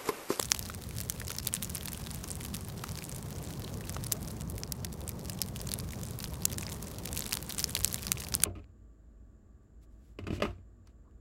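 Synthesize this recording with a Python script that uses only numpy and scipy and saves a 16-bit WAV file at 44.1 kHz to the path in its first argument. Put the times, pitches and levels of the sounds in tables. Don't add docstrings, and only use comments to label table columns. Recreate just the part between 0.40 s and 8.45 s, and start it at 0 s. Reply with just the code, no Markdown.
import sys
import numpy as np
from scipy import signal
from scipy.fft import rfft, irfft
from scipy.io import wavfile
from scipy.ndimage import uniform_filter1d

SR = 44100
rng = np.random.default_rng(int(sys.argv[2]) if len(sys.argv) > 2 else 0)


def persist_wave(psi):
    counts = np.round(np.clip(psi, -1, 1) * 32767).astype(np.int16)
    wavfile.write(sys.argv[1], SR, np.atleast_2d(counts).T)


N = 355093
LEAD_IN = 64


def gain_of(db):
    return 10 ** (np.asarray(db) / 20)


def unit_rms(x):
    return x / np.sqrt(np.mean(x ** 2) + 1e-20)


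def db_at(spectrum, hz):
    points_hz, db = np.transpose(spectrum)
    return np.interp(np.log(hz + 1), np.log(points_hz + 1), db)


def gain_curve(table, column):
    rows = np.array(table)
    return gain_of(np.interp(np.arange(N) / SR, rows[:, 0], rows[:, column]))


def noise(spectrum, size, patchy_db, flicker_db):
    hop = size // 4
    frames, hz = N // hop + 5, np.fft.rfftfreq(size, 1 / SR)
    real, imag, patches = rng.standard_normal((frames, len(hz), 3)).T
    patches = unit_rms(uniform_filter1d(uniform_filter1d(patches, size=6, axis=0), size=8, axis=1))
    flicker = unit_rms(uniform_filter1d(rng.standard_normal(frames), size=3))
    shape_db = db_at(spectrum, hz)[:, None] + patchy_db * patches + flicker_db * flicker
    spectra = (real + 1j * imag) * gain_of(shape_db)
    return unit_rms(signal.istft(spectra, nperseg=size, noverlap=size - hop)[1][:N])


# time in seconds, rumble level in dB, rush level in dB.
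DRAUGHT = [(0, -44, -52), (.9, -43, -53.5), (2.1, -41, -51), (2.7, -42, -51), (3.2, -41, -49),
           (4.1, -40.5, -50), (4.7, -41.5, -50), (5.6, -40.5, -50.5), (6.6, -42.5, -48.5),
           (7.2, -43.5, -51), (8.05, -43, -50.5)]
# frequency in Hz, relative spectral level in dB.
RUMBLE_SPECTRUM = [(15, -70), (28, -33), (45, -15), (65, 2.5), (103, 1.5), (199, -3), (250, -10),
                   (330, -55.5)]
RUSH_SPECTRUM = [(200, -5.5), (280, 2.5), (400, 2), (822, -7.5), (1080, -8), (1420, -18), (2700, -30),
                 (6000, -84), (15000, -90)]


def flames():
    rumble = noise(RUMBLE_SPECTRUM, size=2048, patchy_db=1.15, flicker_db=-0.5)
    rush = noise(RUSH_SPECTRUM, size=1024, patchy_db=1.27, flicker_db=0.97)
    return gain_curve(DRAUGHT, 1) * rumble + gain_curve(DRAUGHT, 2) * rush


# time in seconds, fine crackle level in dB, hiss level in dB.
SPITTING = [(0, -48.5, -53.5), (.5, -52.5, -54.5), (.9, -49.5, -55.5), (1.4, -48.5, -53.5),
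            (2.0, -50.5, -54.5), (2.25, -53, -55.5), (2.6, -49.5, -55.5), (3.0, -53.5, -54.5),
            (3.7, -51, -56), (3.9, -52, -56), (4.05, -60.5, -61), (4.6, -55, -62), (4.9, -50.5, -57),
            (5.3, -54.5, -57), (5.9, -53, -57), (6.3, -51, -55.5), (7.2, -45.5, -54.5), (8.05, -47.5, -54)]
# frequency in Hz, relative spectral level in dB.
HISS_SPECTRUM = [(800, 4), (1500, 5.5), (2730, 1.5), (5710, 2.5), (10000, -0.5), (14400, -2), (15700, 0),
                 (16050, -80)]


def steam_hiss():
    return gain_curve(SPITTING, 2) * noise(HISS_SPECTRUM, size=256, patchy_db=0.3, flicker_db=3.5)


# frequency in Hz, relative gain in dB.
MICROPHONE = [(1000, 0.5), (2200, 0), (4000, 0), (7000, -0.2), (10500, -1), (13000, -3.5), (16000, -8)]
BASS_HZ, TREBLE_HZ, TOP_HZ = 1000, 14000, 16000


def wood_bursts(level_db, pitch_hz, bass_db, treble_db, length_ms, size=1024):
    ms = (np.arange(size) - LEAD_IN) / SR * 1000
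    age_ms = np.maximum(ms, 0)
    length_ms = np.clip(length_ms, .05, 4)[:, None]
    tear = (1 - np.exp(-age_ms / (0.25 * length_ms))) * np.exp(-age_ms / (1.21 * length_ms))
    off_logs = gain_of(-31 - 60 * age_ms / 14)
    off_stones = gain_of(-43 - 60 * age_ms / 45)
    envelope = tear + (off_logs + off_stones) * (ms > .3)
    spectra = rfft(envelope * rng.standard_normal((len(level_db), size)))
    spectra /= uniform_filter1d(abs(spectra) ** 2, size=size // 32, axis=1) ** 0.43 + 1e-9

    hz = np.fft.rfftfreq(size, 1 / SR) + 1
    ring = (1 + (np.log2(hz / pitch_hz[:, None]) / 0.28) ** 2) ** -2.2
    treble_share = np.clip(np.log(hz / BASS_HZ) / np.log(TREBLE_HZ / BASS_HZ), 0, 1)
    broadband = gain_of(bass_db[:, None] * (1 - treble_share) + treble_db[:, None] * treble_share) ** 2
    low_cut_hz = 0.37 * BASS_HZ * (pitch_hz[:, None] / BASS_HZ) ** .52
    band = 1 / (1 + (low_cut_hz / hz) ** 7.8) / (1 + (hz / TOP_HZ) ** 90)
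    bursts = irfft(spectra * np.sqrt((ring + broadband) * band) * gain_of(db_at(MICROPHONE, hz)))
    bursts /= np.linalg.norm(bursts, axis=1)[:, None]
    return bursts * gain_of(level_db)[:, None] * np.sqrt(SR / 1000)


def place(starts_s, bursts):
    track = np.zeros(N + 2 * bursts.shape[1])
    samples = np.round(starts_s * SR).astype(int)[:, None] + np.arange(bursts.shape[1])
    np.add.at(track, samples, bursts)
    return track[LEAD_IN:N + LEAD_IN]


def fine_crackle(ticks_per_s=170, spread_db=8, biggest_db=18.5):
    count = int(ticks_per_s * N / SR)
    when, rarity, length = rng.random((count, 3)).T
    octave, bass, treble = rng.standard_normal((count, 3)).T
    t = np.arange(0, N / SR, .001)
    near_crack = sum(np.exp(-.5 * ((t - crack[0]) / .012) ** 2) for crack in CRACKS)
    running_total = np.cumsum(1.8 + np.minimum(near_crack, 1.2))
    starts_s = np.interp(when * running_total[-1], running_total, t)
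    ticks = wood_bursts(level_db=np.minimum(-spread_db * np.log(rarity + 1e-9), biggest_db),
                        pitch_hz=np.clip(6500 * 2 ** (.8 * octave), BASS_HZ, TREBLE_HZ),
                        bass_db=-10.5 + 3.1 * bass, treble_db=-8 + 8.3 * treble,
                        length_ms=0.053 + 0.98 * length ** 2, size=512)
    return gain_curve(SPITTING, 1) * unit_rms(place(starts_s, ticks))


# start in seconds, level in dB over
# 1 ms, pitch in Hz, bass and treble in dB against the ring at that pitch, length of the tear in ms.
CRACKS = [(0.0133, -32.5, 1180.0, -10, -7, 0.67), (0.0269, -25.5, 5730, -12, -3, 1.3),
          (0.028, -29.5, 5750, -7, -7, 0.43), (0.0554, -29.5, 8100, -18, -10, 0.19),
          (0.1185, -11, 5660, -7.5, -15, 0.19), (0.1472, -25.5, 4970, 0, -1, 0.75),
          (0.1929, -25, 12900, -18, 2, 0.37), (0.2268, -32.5, 5320, -22, -13, 0.36),
          (0.2634, -37, 4430, -12, -13, 0.49), (0.299, -29.5, 1320, -9, -23, 1.03),
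          (0.3412, -43, 2040, -16, -18, 0.38), (0.585, -29, 5000, -13, -2, 0.12),
          (0.6038, -28, 8600, -7, 1, 0.33), (0.613, -30, 11540, -18, -9, 0.14),
          (0.6988, -19.5, 6570, -15, 0, 0.25), (0.8015, -33.5, 12400, -5, -4, 0.3),
          (0.8158, -31.5, 1720.0, -11, -23, 0.63), (0.8816, -30, 5080.0, -11, -3, 0.46),
          (0.9033, -29, 6150, -11, -7, 0.85), (0.905, -30, 1193, -3, -13, 0.95),
          (0.9173, -30, 11600, -3, -11, 0.25), (0.985, -23.5, 5360.0, -21, -8, 0.81),
          (1.0699, -26.5, 3900, -15, -13, 0.87), (1.0724, -18.5, 12650, -21, 6, 0.11),
          (1.1392, -18, 8650, -14.5, -21, 0.56), (1.1496, -27.0, 9500, -9, -9, 0.5),
          (1.1661, -32.0, 3320, -19, -20, 1.14), (1.2258, -25.5, 3450, -11, -1, 0.41),
          (1.2319, -26, 13000, -23, -6, 0.25), (1.2458, -28, 7150, -24, -5, 0.97),
          (1.301, -32.5, 6300.0, -21, 1, 0.44), (1.3487, -27, 9860, -17, -14, 1.07),
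          (1.3538, -26, 9870, -21, -4, 0.61), (1.3602, -36, 2750, -7, -13, 0.75),
          (1.3694, -32, 5770, -14, -15, 0.99), (1.4569, -28, 12070.0, -13, -13, 0.72),
          (1.4752, -33.0, 3880, -24, -20, 0.71), (1.4831, -28.5, 2755, -4, -5, 0.71),
          (1.5323, -29, 12760, -12, -18, 0.34), (1.6712, -34, 3840, -6, -18, 0.25),
          (1.7119, -33, 9250, -9, -11, 0.89), (1.747, -33, 12830, -15, -7, 0.28),
          (1.8418, -31.5, 6080, -4, -22, 0.29), (1.9044, -29, 8720.0, -12, -30, 0.5),
          (1.915, -28, 8800, -27, -26, 0.59), (1.9544, -33, 9060, -21, -7, 0.42),
          (2.0093, -34, 2434, -8, -9, 0.88), (2.0508, -33.0, 12050, -6, -7, 0.13),
          (2.1424, -32.5, 3520, -14, -9, 0.72), (2.1471, -28.5, 10100, -3, -2, 0.51),
          (2.1536, -35, 12600, -8, -9, 1.27), (2.1672, -33, 5630, -14, -2, 0.27),
          (2.438, -31, 1310.0, -2, -6, 0.6), (2.44, -28.0, 1175, -8, -23, 1.55),
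          (2.4908, -34.5, 5180, -4, -7, 0.84), (2.5744, -34, 6180, -5, -8, 0.94),
          (2.5874, -32, 4770, -3, -10, 0.98), (2.641, -34.0, 7340, -12, -1, 0.23),
          (2.6516, -35, 8480, -19, -9, 0.26), (2.6944, -32.5, 9690, -11, -18, 0.23),
          (3.2463, -34.5, 3970, -31, -24, 1.05), (3.495, -29, 7780, -10, -5, 0.38),
          (3.5656, -28, 1104, -10, -28, 1.24), (3.639, -31.5, 8800, -14, 3, 0.75),
          (3.668, -31, 10280, -24, -14, 0.78), (3.7173, -34, 5050, -2, -22, 0.22),
          (3.7216, -15.5, 7070, -20, 1, 0.76), (3.7272, -26, 12540, -19, -5, 1.8),
          (4.009, -35.5, 7300, -7, -3, 0.65), (4.0183, -36.5, 7900, -7, -9, 1.1),
          (4.0998, -32.5, 11430.0, -28, -5, 0.18), (4.1807, -33.5, 2130.0, -12, 1, 0.27),
          (4.235, -26.5, 5420, -6, -21, 0.23), (4.3218, -22.5, 5460, -21, 0, 0.94),
          (4.4467, -26, 5520, -6, -1, 1.94), (4.527, -36.5, 7480, -13, 0, 1.97),
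          (4.6784, -29.5, 8330, -16, -14, 0.53), (4.6923, -27.5, 11430.0, -20, 3, 0.1),
          (4.8968, -27.5, 4940, -11, -2, 1.3), (5.0173, -18.0, 5300, -19, -0.5, 0.25),
          (5.0233, -31, 5630, -14, -9, 0.77), (5.161, -32, 3150, -10, -9, 0.71),
          (5.2031, -34.5, 5030, -7, -19, 0.71), (5.2152, -31.5, 9720.0, -15, -1, 0.12),
          (5.272, -32, 7040, -17, -14, 0.73), (5.2894, -30.5, 4510, -9, -7, 0.99),
          (5.3167, -25.5, 4400, -20, -7, 0.68), (5.3384, -21.5, 10330, -17.5, -6, 0.24),
          (5.3886, -30.5, 10830.0, -14, -12, 0.31), (5.4005, -33, 4830, -8, -15, 0.24),
          (5.534, -35.5, 2140, -16, -14, 0.86), (5.6328, -32, 7000, -14, -5, 1.9),
          (5.7091, -36.5, 11330, -13, 0, 0.39), (5.789, -31.5, 12070.0, -13, -14, 0.36),
          (5.8025, -32.5, 4650, -14, -13, 0.75), (5.831, -38, 12670, -21, -9, 0.34),
          (5.8418, -27.5, 4760, -11.5, -15, 0.13), (6.0533, -12.5, 7000, -19.5, -4, 1.3),
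          (6.116, -34, 12160, -3, -9, 1.2), (6.126, -33.5, 6220, -10, -3, 0.48),
          (6.1312, -31, 13750, -5, -9, 0.54), (6.1825, -25.0, 8400, -7.5, -6, 1.4),
          (6.2103, -32.5, 6900, -8, -12, 1.05), (6.2295, -33, 2430, -8, -20, 1.14),
          (6.2668, -31, 4900, -10, -27, 0.39), (6.3277, -34, 7000, -14, 2, 1.17),
          (6.4255, -31.5, 6360, -17, 5, 1.8), (6.6571, -28, 13570, -9, -5, 0.28),
          (6.6739, -36, 2520, -7, -9, 0.34), (6.7293, -28, 8080, -12, -5, 0.5),
          (6.7622, -30.5, 13450.0, -14, -9, 0.47), (6.7687, -30.5, 2560, -10, -7, 0.22),
          (6.775, -24, 4400, -13, 2, 0.45), (6.7928, -25, 13200, -19, -5, 0.39),
          (6.8063, -27.5, 7300, -8, -23, 0.19), (6.8639, -29.5, 11100, -4, -3, 0.4),
          (6.9247, -24.5, 2730, -8, -11, 0.37), (6.931, -19.0, 4910, -13, -4.5, 0.17),
          (6.94, -25.5, 3856, -16, 0, 0.17), (6.9521, -28, 9100, -10, -6, 0.7),
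          (6.9712, -25.5, 3960, -4, -8, 0.41), (7.0983, -33, 5050, -10, -12, 0.92),
          (7.104, -32.0, 4250, -9, -14, 0.16), (7.1827, -24.0, 8300, -9, -10, 0.59),
          (7.1872, -31.5, 8900, -18, -12, 0.12), (7.1931, -22, 5520, -12, -1, 1),
          (7.2005, -25, 4930, -12, -10, 0.42), (7.242, -16.0, 5750, -22.5, -15, 0.27),
          (7.3067, -34, 7020.0, -27, 0, 1), (7.3512, -18, 4240, -15, -4.5, 0.59),
          (7.3657, -23.5, 2860, -9, -18, 1), (7.4071, -32, 7410.0, -1, -14, 0.23),
          (7.4464, -12.5, 7500, -18.5, -3, 0.24), (7.478, -26, 5200, -24, -2, 0.45),
          (7.5282, -27.0, 12770, -22, -7, 0.12), (7.5437, -21, 7800, -10, 0, 0.37),
          (7.5476, -40, 11850, -2, -9, 0.31), (7.5602, -40, 2007, -1, -16, 0.64),
          (7.6348, -36.5, 2530, -14, -17, 1), (7.6681, -25.5, 4930, -10, -6, 0.58),
          (7.681, -31.5, 4760, -7, -15, 0.35), (7.7184, -14.0, 6900, -5, 2, 0.44),
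          (7.7726, -34, 2530, -17, -27, 0.29), (7.8205, -36.5, 2420, -17, -25, 0.78),
          (7.8273, -38, 7360, -13, -6, 0.14), (7.8373, -34, 5970.0, -4, -12, 0.44),
          (7.8437, -41, 4340, -10, -7, 1.39), (7.9406, -19.5, 5300, -13, -16, 0.63),
          (7.9441, -28, 4600, -7, -12, 0.57), (7.9516, -16, 9700, -35, -4, 0.13),
          (8.0208, -31, 2630, -16, -3, 1.1), (8.036, -10.0, 9800, -12.5, -7, 0.72),
          (8.0371, -22.5, 6900, -15, -13, 1)]


def cracks():
    starts_s, *settings = np.transpose(CRACKS)
    return place(starts_s, wood_bursts(*settings))


def scene():
    return (cracks() + flames() + steam_hiss() + fine_crackle())[None]


def record(dry):
    low_pass = signal.firwin(511, 17000, window=("kaiser", 9), fs=SR)
    return signal.oaconvolve(dry, low_pass[None], "same")


dry = scene()
out = record(dry)
persist_wave(out)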